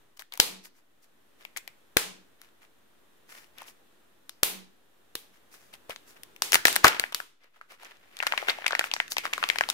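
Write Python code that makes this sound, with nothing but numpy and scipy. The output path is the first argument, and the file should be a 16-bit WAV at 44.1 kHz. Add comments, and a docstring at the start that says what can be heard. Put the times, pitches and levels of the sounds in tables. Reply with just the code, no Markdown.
"""Close to a stereo microphone in a small, quiet room, hands squeeze a thin plastic egg: creases snap,
the hollow shell pops and skin rubs on the plastic. From 6.3 s the halves come apart in a rush of snaps
and pops. From 8.1 s thumbs press the foil lids, which crackle with less sparkle.
All along the room echoes briefly over a faint hush, and the loudest snaps clip."""
import sys
import numpy as np
from scipy import signal
from scipy.fft import rfft, irfft, next_fast_len
from scipy.io import wavfile
from scipy.ndimage import uniform_filter1d, map_coordinates

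SR = 44100
rng = np.random.default_rng(int(sys.argv[2]) if len(sys.argv) > 2 else 0)


def store_wav(level_fs):
    """Save 16-bit WAV to argv[1]."""
    pcm = np.round(np.clip(np.atleast_2d(level_fs), -1, 1) * 32767)
    wavfile.write(sys.argv[1], SR, pcm.T.astype(np.int16))


N = 429093

# Levels in the tables are relative: the functions add their own gains.
# Creases and dents that buckle: t/s, level/dB, panel note f/Hz, edge crack level/dB
BUCKLES = [(.1942, -31, 3700, -16), (.2214, -35, 1700, -17), (.3233, -31, 3530, -20),
           (.3378, -28.5, 2090, -11), (.355, -42, 3040, -3), (.3754, -29, 990, -5), (.4003, 1.5, 4200, -13),
           (.6553, -41, 5600, 4), (1.451, -29.5, 2393, -20), (1.5637, -26.5, 1860, -32),
           (1.5717, -26.5, 2200, -19), (1.6772, -28, 2200, -18), (1.9699, -1, 1703, -9.5),
           (2.4165, -38, 1500, -6.5), (3.584, -35.5, 2797, -11.5), (3.6189, -34, 906, -15.5),
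           (4.2942, -28, 4920, -11), (4.4328, -3.5, 3900, -7.5), (5.1537, -17.5, 3565, -10.5),
           (5.7386, -35, 2580, -16.5), (5.8965, -30, 650, -18.5), (5.9613, -32, 3530, -26),
           (6.2341, -31, 6980, 27), (6.363, -37.5, 2110, -6), (6.4212, -10, 5730, -16),
           (6.5207, -11, 3800, -8), (6.5314, -8, 1850, -11), (6.5443, -1.5, 1570, -7.5),
           (6.5555, -3.5, 1710, -16.5), (6.6537, 1.5, 1680, -18.5), (6.6703, -12, 4800, -15),
           (6.682, -9, 1540, -19), (6.728, -18, 3070, 7), (6.7577, -14.5, 3190, 1), (6.7626, -6, 1620, -9),
           (6.8447, 8, 1380, -22), (6.8528, -5.5, 950, -22.5), (6.8675, -8, 1590, -42),
           (6.8799, -9, 1410, -13.5), (6.9973, -10, 1650, -7.5), (7.0389, -15.5, 1880, -33.5),
           (7.1236, -26.5, 1120, -21), (7.1273, -31, 2680, -20), (7.1466, -12.5, 3340, -8.5),
           (7.202, -22.5, 1380, -24), (7.6126, -30.5, 1420, -35.5), (8.169, -31.5, 2730, 1.5),
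           (8.1898, -31, 3530, 4), (8.203, -17.5, 2000, -42), (8.2268, -13, 1720, -22),
           (8.2339, -20.5, 1380, -22), (8.268, -12, 1480, -14.5), (8.2722, -14.5, 1950, -13),
           (8.3229, -12.5, 1780, -29), (8.3364, -17, 1020, -34), (8.3773, -11, 2160, -25.5),
           (8.4264, -25, 795, -30), (8.485, -11.5, 1880, -29), (8.5018, -16, 3360, -29),
           (8.5862, -30.5, 760, -25), (8.6215, -29, 1920, -50), (8.6435, -23.5, 1700, -47),
           (8.6613, -18, 1560, -32), (8.6649, -10, 2220, -14), (8.6801, -16, 2050, -9.5),
           (8.708, -15, 1330, -25), (8.723, -20.5, 3000, -25), (8.7313, -15.5, 1450, -47),
           (8.7514, -13, 1750, -18), (8.7937, -8, 1700, -10.5), (8.811, -17, 1520, -29),
           (8.8411, -18, 1630, -20), (8.9145, -18, 2500, -18), (8.938, -11.5, 5650, -9),
           (8.9646, -21, 1690, -19), (9.0016, -11, 1810, -27), (9.12, -19.5, 5300, -9),
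           (9.08, -31, 1810, -7), (9.168, -15, 2170, -17), (9.1827, -10.5, 2250, -9),
           (9.2653, -23.5, 1630, -16), (9.3307, -22.5, 1760, -26), (9.3349, -10.5, 2230, -11.5),
           (9.3795, -20.5, 1230, -17.5), (9.4282, -9, 1290, -34), (9.4388, -11.5, 2470, -24),
           (9.489, -16.5, 2370, -6), (9.5001, -8, 2200, -20.5), (9.5587, -18, 1890, -23),
           (9.586, -13.5, 2350, -14), (9.6096, -9, 1490, -24), (9.637, -20, 2180, -23),
           (9.689, -19, 805, -3.5), (9.7007, -11.5, 3200, 18)]
# The whole shell jumps: t/s, hollow level/dB, crack level/dB, top treble boost/dB
SHELL_JUMPS = [(.396, -22.5, -13, 0), (1.56, -52, -43, 2), (1.965, -16, -14, -4.5),
               (4.428, -23, -11.5, 4.5), (5.151, -36, -33.5, 6), (5.893, -37, -40, -2),
               (6.42, -48.5, -18.5, -2), (6.652, -23.5, -9.5, -4.5), (6.844, -11.5, -25, -2.5),
               (6.864, -21.5, -33.5, -2.5), (6.995, -34.5, -33, 4), (7.145, -44.5, -28.5, 2)]
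# Tone of a pop's crack in the room: f/Hz, level/dB
CRACK_TONE = [(100, -17), (330, -4.5), (450, 2.5), (620, -3), (870, 1), (1500, -3), (2500, 2.5), (3800, 2),
              (5500, -1.5), (8000, -0.5), (13000, 1.5), (16000, -5.5)]
# Strokes of skin and foil: strongest at t/s, length/s, level/dB, hiss over scrape/dB
STROKES = [(0.172, 0.01, -59.5, 6), (0.202, 0.022, -50, 2), (0.341, 0.048, -51.5, -8),
           (.65, 0.039, -54.5, 5), (0.767, 0.06, -69, 1.5), (1.035, .037, -68, 6.5), (1.41, 0.062, -58, -6),
           (1.572, .018, -42, 3), (2.434, 0.083, -62.5, -3.5), (2.629, 0.045, -58, -7),
           (3.312, 0.066, -52.5, -1), (3.379, 0.11, -55.5, -1), (3.599, 0.086, -50.5, -10),
           (3.682, 0.045, -56, 4.5), (5.35, 0.048, -65.5, -1.5), (5.535, 0.049, -57.5, 3.5),
           (5.619, 0.15, -66, 2.5), (5.74, 0.027, -49, -4), (5.906, .029, -38, -12),
           (6.09, 0.066, -61, 5.5), (6.165, 0.024, -57, -11), (6.541, .03, -27.5, 5),
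           (6.862, 0.053, -22.5, -10), (6.923, 0.16, -36.5, -27), (7.433, 0.082, -60.5, -19.5),
           (7.557, 0.068, -62.5, -13), (7.715, 0.057, -51, -8), (7.831, 0.086, -48.5, -11.5),
           (7.91, 0.098, -58, -12.5), (8.03, 0.12, -66, -14), (8.347, 0.43, -43.5, -10),
           (8.492, 0.03, -28, -12), (8.733, .34, -45.5, -28), (8.852, 0.042, -52, 7),
           (9.116, 0.029, -45.5, 12.5), (9.252, 0.035, -36.5, -11), (9.438, 0.46, -47, -6.5),
           (9.7, 0.014, -42.5, 11)]
# Tone of the rubbed shell: f/Hz, level/dB
SCRAPE_TONE = [(150, -25), (400, -7), (900, -5), (1400, -2.5), (2100, -0.5), (3000, -5), (6000, -19.5),
               (9000, -32.5)]
# Tone of the rubbed surface: f/Hz, level/dB
HISS_TONE = [(2000, -22.5), (5000, 1), (9000, -2.5), (13000, -2.5), (16000, -5)]
# Time the echo takes to fade by 60 dB: f/Hz, t/s
ECHO_FADE = [(100, 0.48), (260, 0.87), (500, 0.41), (2000, 0.39), (6000, 0.37), (13000, 0.26)]
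# Tone of the echo: f/Hz, level/dB
ECHO_TONE = [(100, 1), (400, 3), (1500, 1.5), (2200, 3), (3000, 3), (13000, -0.5)]
# The background rises and sinks: t/s, level/dB
HUSH_LEVEL = [(0, -74), (.3, -82.5), (0.899, -80.5), (1.4, -76), (3.499, -74), (4.9, -76), (6.3, -70.5),
              (7.349, -87.5), (8, -76), (9.73, -63)]
# Tone of the background: f/Hz, level/dB
HUSH_TONE = [(18, -50), (30, -17), (100, -13), (174, -13), (204, -10), (328, -7.5), (801, -13.5),
             (1910, -15.5), (2060, -19.5), (3580, -19), (4780, -26.5), (14800, -26.5), (16000, -33)]
# How alike the background is left and right: f/Hz, likeness (1 = the same)
HUSH_LIKENESS = [(40, 0.77), (130, .3), (600, 0.053)]

PARTED_S, THUMBED_S = 6.3, 8.1  # the halves come apart; thumbs start on the foil
CLOSED_FIZZ_DB, PARTING_FIZZ_DB, FOIL_FIZZ_DB = -2.5, -6, -21  # a snap's top treble over its edge crack
KNOCK_DB, PUSH_DB, WALLS_DB = 36, 29, 17.5  # gains for a pop's ring, air push and echo
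TREBLE_HZ, TOP_HZ = 10000, 15600  # where a pop's top treble starts; the highest pitch kept


def snaps():
    """Each buckle is a tiny burst that rings its panel (a patch of shell) and cracks along its edge."""
    near, to_walls = np.zeros((3, N + SR)), np.zeros(N + SR)
    t = np.arange(700) / SR - .003
    burst = np.where(t < 0, amp(60 * t / .0025), amp(-60 * t / .004) + .17 * amp(-60 * t / .02))
    for s, db, panel_hz, edge_db in [*BUCKLES, *ticks(per_stroke=2)]:
        fizz_db = CLOSED_FIZZ_DB if s < PARTED_S else PARTING_FIZZ_DB if s < THUMBED_S else FOIL_FIZZ_DB
        edge = lambda f: amp(edge_db) * (band(f, 3000, 4200) ** 2
                                         - amp(fizz_db) * band(f, 12500, 15000) ** 2)
        panel = lambda f: band(f, panel_hz, .89 * panel_hz) ** 3 + .35 * band(f, 1000, 1600) ** 3
        dull = lambda f: 1 / (1 + 1j * f / (2 * panel_hz)) ** 2  # a panel is weak far above its note
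        click = filtered(burst * rng.standard_normal((3, len(t))), lambda f: dull(f) * panel(f) - edge(f))
        peak = np.sqrt(uniform_filter1d(click ** 2, size=60).max(1, keepdims=True))
        click = amp(db - 4) * click / peak
        near[:, round((s + t[0]) * SR):][:, :len(t)] += click
        # a smoother click of the same energy flies off to the walls
        smooth_tone = lambda f: 1.2 * np.abs(band(f, panel_hz, .37 * panel_hz)) ** 3 + np.abs(edge(f))
        smooth = filtered(1. * (t == t[0]), smooth_tone)
        to_walls[round(s * SR):][:len(t)] += smooth / np.linalg.norm(smooth) * np.linalg.norm(click[0])
    return microphone(near[:, :N], own_share=.51, left_db=5, lag_s=.00017), to_walls[:N]


def pops():
    """The hollow shell rings, shoves air at the left microphone and fills the room with a crack."""
    hollow, push = np.zeros((2, N))
    echo, t = np.zeros((2, N + SR)), np.arange(2 * SR // 5) / SR
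    for s, hollow_db, crack_db, top_db in SHELL_JUMPS:
        i = round((s + .0022) * SR)
        hollow[i], push[i] = amp(hollow_db + KNOCK_DB), amp(hollow_db + PUSH_DB)
        low = unit(filtered(rng.standard_normal((2, len(t))), lambda f: band(f, 187, 13) ** 2))
        hum = (s < PARTED_S) * amp(-60) * np.exp(-((t - .12) / .11) ** 2) * low  # closed egg only
        crack = echo_tail([(hz, db + top_db * (hz > TREBLE_HZ)) for hz, db in CRACK_TONE], bend=1.305)
        echo[:, i:i + len(t)] += amp(crack_db + WALLS_DB) * (crack + hum)
    ring = filtered(hollow, lambda f: band(f, 340, 170) + .9 * band(f, 455, 12))  # knock + thin ring
    shove = filtered(push, lambda f: band(f, 120, 440) / (1 + 1j * f / 250))
    return ring * amp([[4], [-6]]) + shove * amp([[5], [-9]]) + echo[:, :N]


def rubbing():
    """Each stroke swells fast and fades; tiny slips roughen its scrape more than its hiss."""
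    t = np.arange(N) / SR
    scrape_gain, hiss_gain = np.zeros((2, N))
    for s, length, db, hiss_db in STROKES:
        width = length * np.where(t < s, .35, .65)
        stroke = np.exp(-np.clip((t - s) / width, -6, 6) ** 2)
        scrape_gain += amp(db) * stroke
        hiss_gain += amp(db + hiss_db) * stroke
    slipping = rng.random(N) < 350 / SR  # about 350 slips a second
    slips = slipping * amp(4.5 * np.minimum(rng.exponential(size=N), 3))
    grip = 1.2 + signal.fftconvolve(slips, amp(-60 * t[:500] / .006))[:N]
    grip = unit(grip * amp(1.2 * wobble(60)))
    scrape = unit(filtered(grip * rng.standard_normal((3, N)), lambda f: amp(along(SCRAPE_TONE, f))))
    hiss = unit(filtered(np.sqrt(grip) * rng.standard_normal((3, N)), lambda f: amp(along(HISS_TONE, f))))
    return microphone(scrape_gain * scrape + hiss_gain * hiss, own_share=.76, left_db=1.5, lag_s=.00018)


def ticks(per_stroke):
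    """A fading stroke sets off small buckles of random size and note, in rows like BUCKLES."""
    s, length, db, _ = np.repeat(STROKES, per_stroke, axis=0).T
    late, size, octaves = rng.standard_normal((len(s), 3)).T
    times = np.minimum(s + .37 * length * abs(late), N / SR)
    level_db = db + 10 + 3.5 * size - 3 * late ** 2  # later ticks are softer
    panel_hz = 1930 * 2 ** np.clip(octaves, -2, 2)
    edge_db = np.full(len(s), -19)
    return np.transpose([times, level_db, panel_hz, edge_db])


def room(x):
    """The walls answer each half second of sound with a new random echo."""
    out, step = np.zeros((2, N + SR)), SR // 2
    for i in range(0, N, step):
        echo = signal.fftconvolve(x[None, i:i + step], echo_tail(ECHO_TONE, bend=.65), axes=1)
        out[:, i:i + echo.shape[1]] += echo
    return out[:, :N]


def echo_tail(tone, bend):
    """One stereo echo: each pitch dies at its own speed; a bend over 1 holds first, then drops."""
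    size = 2 * SR // 5
    hz, t, noise = signal.stft(rng.standard_normal((2, size)), SR, nperseg=512)
    fade_db = 60 * (t / along(ECHO_FADE, hz)[:, None]) ** bend
    shape = amp(along(tone, hz)[:, None] - fade_db)
    echo = signal.istft(noise * shape, SR, nperseg=512)[1][:, :size]
    echo *= 1 - np.exp(-np.arange(size) / SR / .001)  # the first walls answer after a few ms
    return echo / np.linalg.norm(echo[0])


def hush():
    """Room air and microphone hiss, alike on both sides only in the bass."""
    angle = lambda f: np.arccos(np.clip(along(HUSH_LIKENESS, f), -1, 1)) / 2
    tone = lambda f: amp(along(HUSH_TONE, f)) * [np.cos(angle(f)), np.sin(angle(f))]
    mid, side = filtered(rng.standard_normal((2, N)), tone)
    s, db = np.transpose(HUSH_LEVEL)
    level_db = np.interp(np.arange(N) / SR, s, db) + 10.5 + .76 * wobble(1.8)
    return amp(level_db) * unit(np.array([mid + side, mid - side]))


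def microphone(near, own_share, left_db, lag_s):
    """Both sides hear row 0 plus a row of their own; the nearer left side is earlier and louder."""
    pair = np.sqrt(1 - own_share) * near[0] + np.sqrt(own_share) * near[1:]
    delay = lambda f: np.exp(-2j * np.pi * f * np.array([[0], [lag_s]]))
    return filtered(pair, delay) * amp([[left_db / 2], [-left_db / 2]])


def amp(db):
    """Turn decibels into a number to multiply by."""
    return 10 ** (np.asarray(db) / 20)


def unit(x):
    """Scale a sound to an average power of 1."""
    return x / np.sqrt(np.mean(x ** 2) + 1e-20)


def along(points, hz):
    """Read between a table's rows on a pitch (log) scale."""
    f, v = np.transpose(points)
    return np.interp(np.log(hz + 1), np.log(f + 1), v)


def filtered(x, response):
    """Multiply each frequency f in x by response(f)."""
    n = x.shape[-1]
    m = next_fast_len(n + 2048)
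    return irfft(rfft(x, m) * response(np.fft.rfftfreq(m, 1 / SR)), m)[..., :n]


def band(f, centre_hz, width_hz):
    """A filter that rings at one note: the narrower, the longer."""
    return 1j * f * width_hz / (centre_hz ** 2 - f * f + 1j * f * width_hz)


def wobble(rate):
    """A smooth curve through `rate` random points a second."""
    return map_coordinates(rng.standard_normal(int(N * rate / SR) + 4), [np.arange(N) * rate / SR])


def scene():
    """Add up the egg's sounds, their echo and the background."""
    snap, snap_to_walls = snaps()
    rub = rubbing()
    return snap + pops() + rub + room(amp(-13) * snap_to_walls + amp(-16) * rub[0]) + hush()


def record(dry):
    """The converter clips the loudest peaks, sits a little off zero and cuts everything above TOP_HZ."""
    clipped = dry / (1 + np.abs(dry) ** 8) ** (1 / 8) - .0007
    padded = np.pad(clipped, ((0, 0), (2000, 2000)), "edge")
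    return filtered(padded, lambda f: amp(-np.clip((f - TOP_HZ) / 22, 0, 90)))[:, 2000:-2000]


dry = scene()
out = record(dry)
store_wav(out)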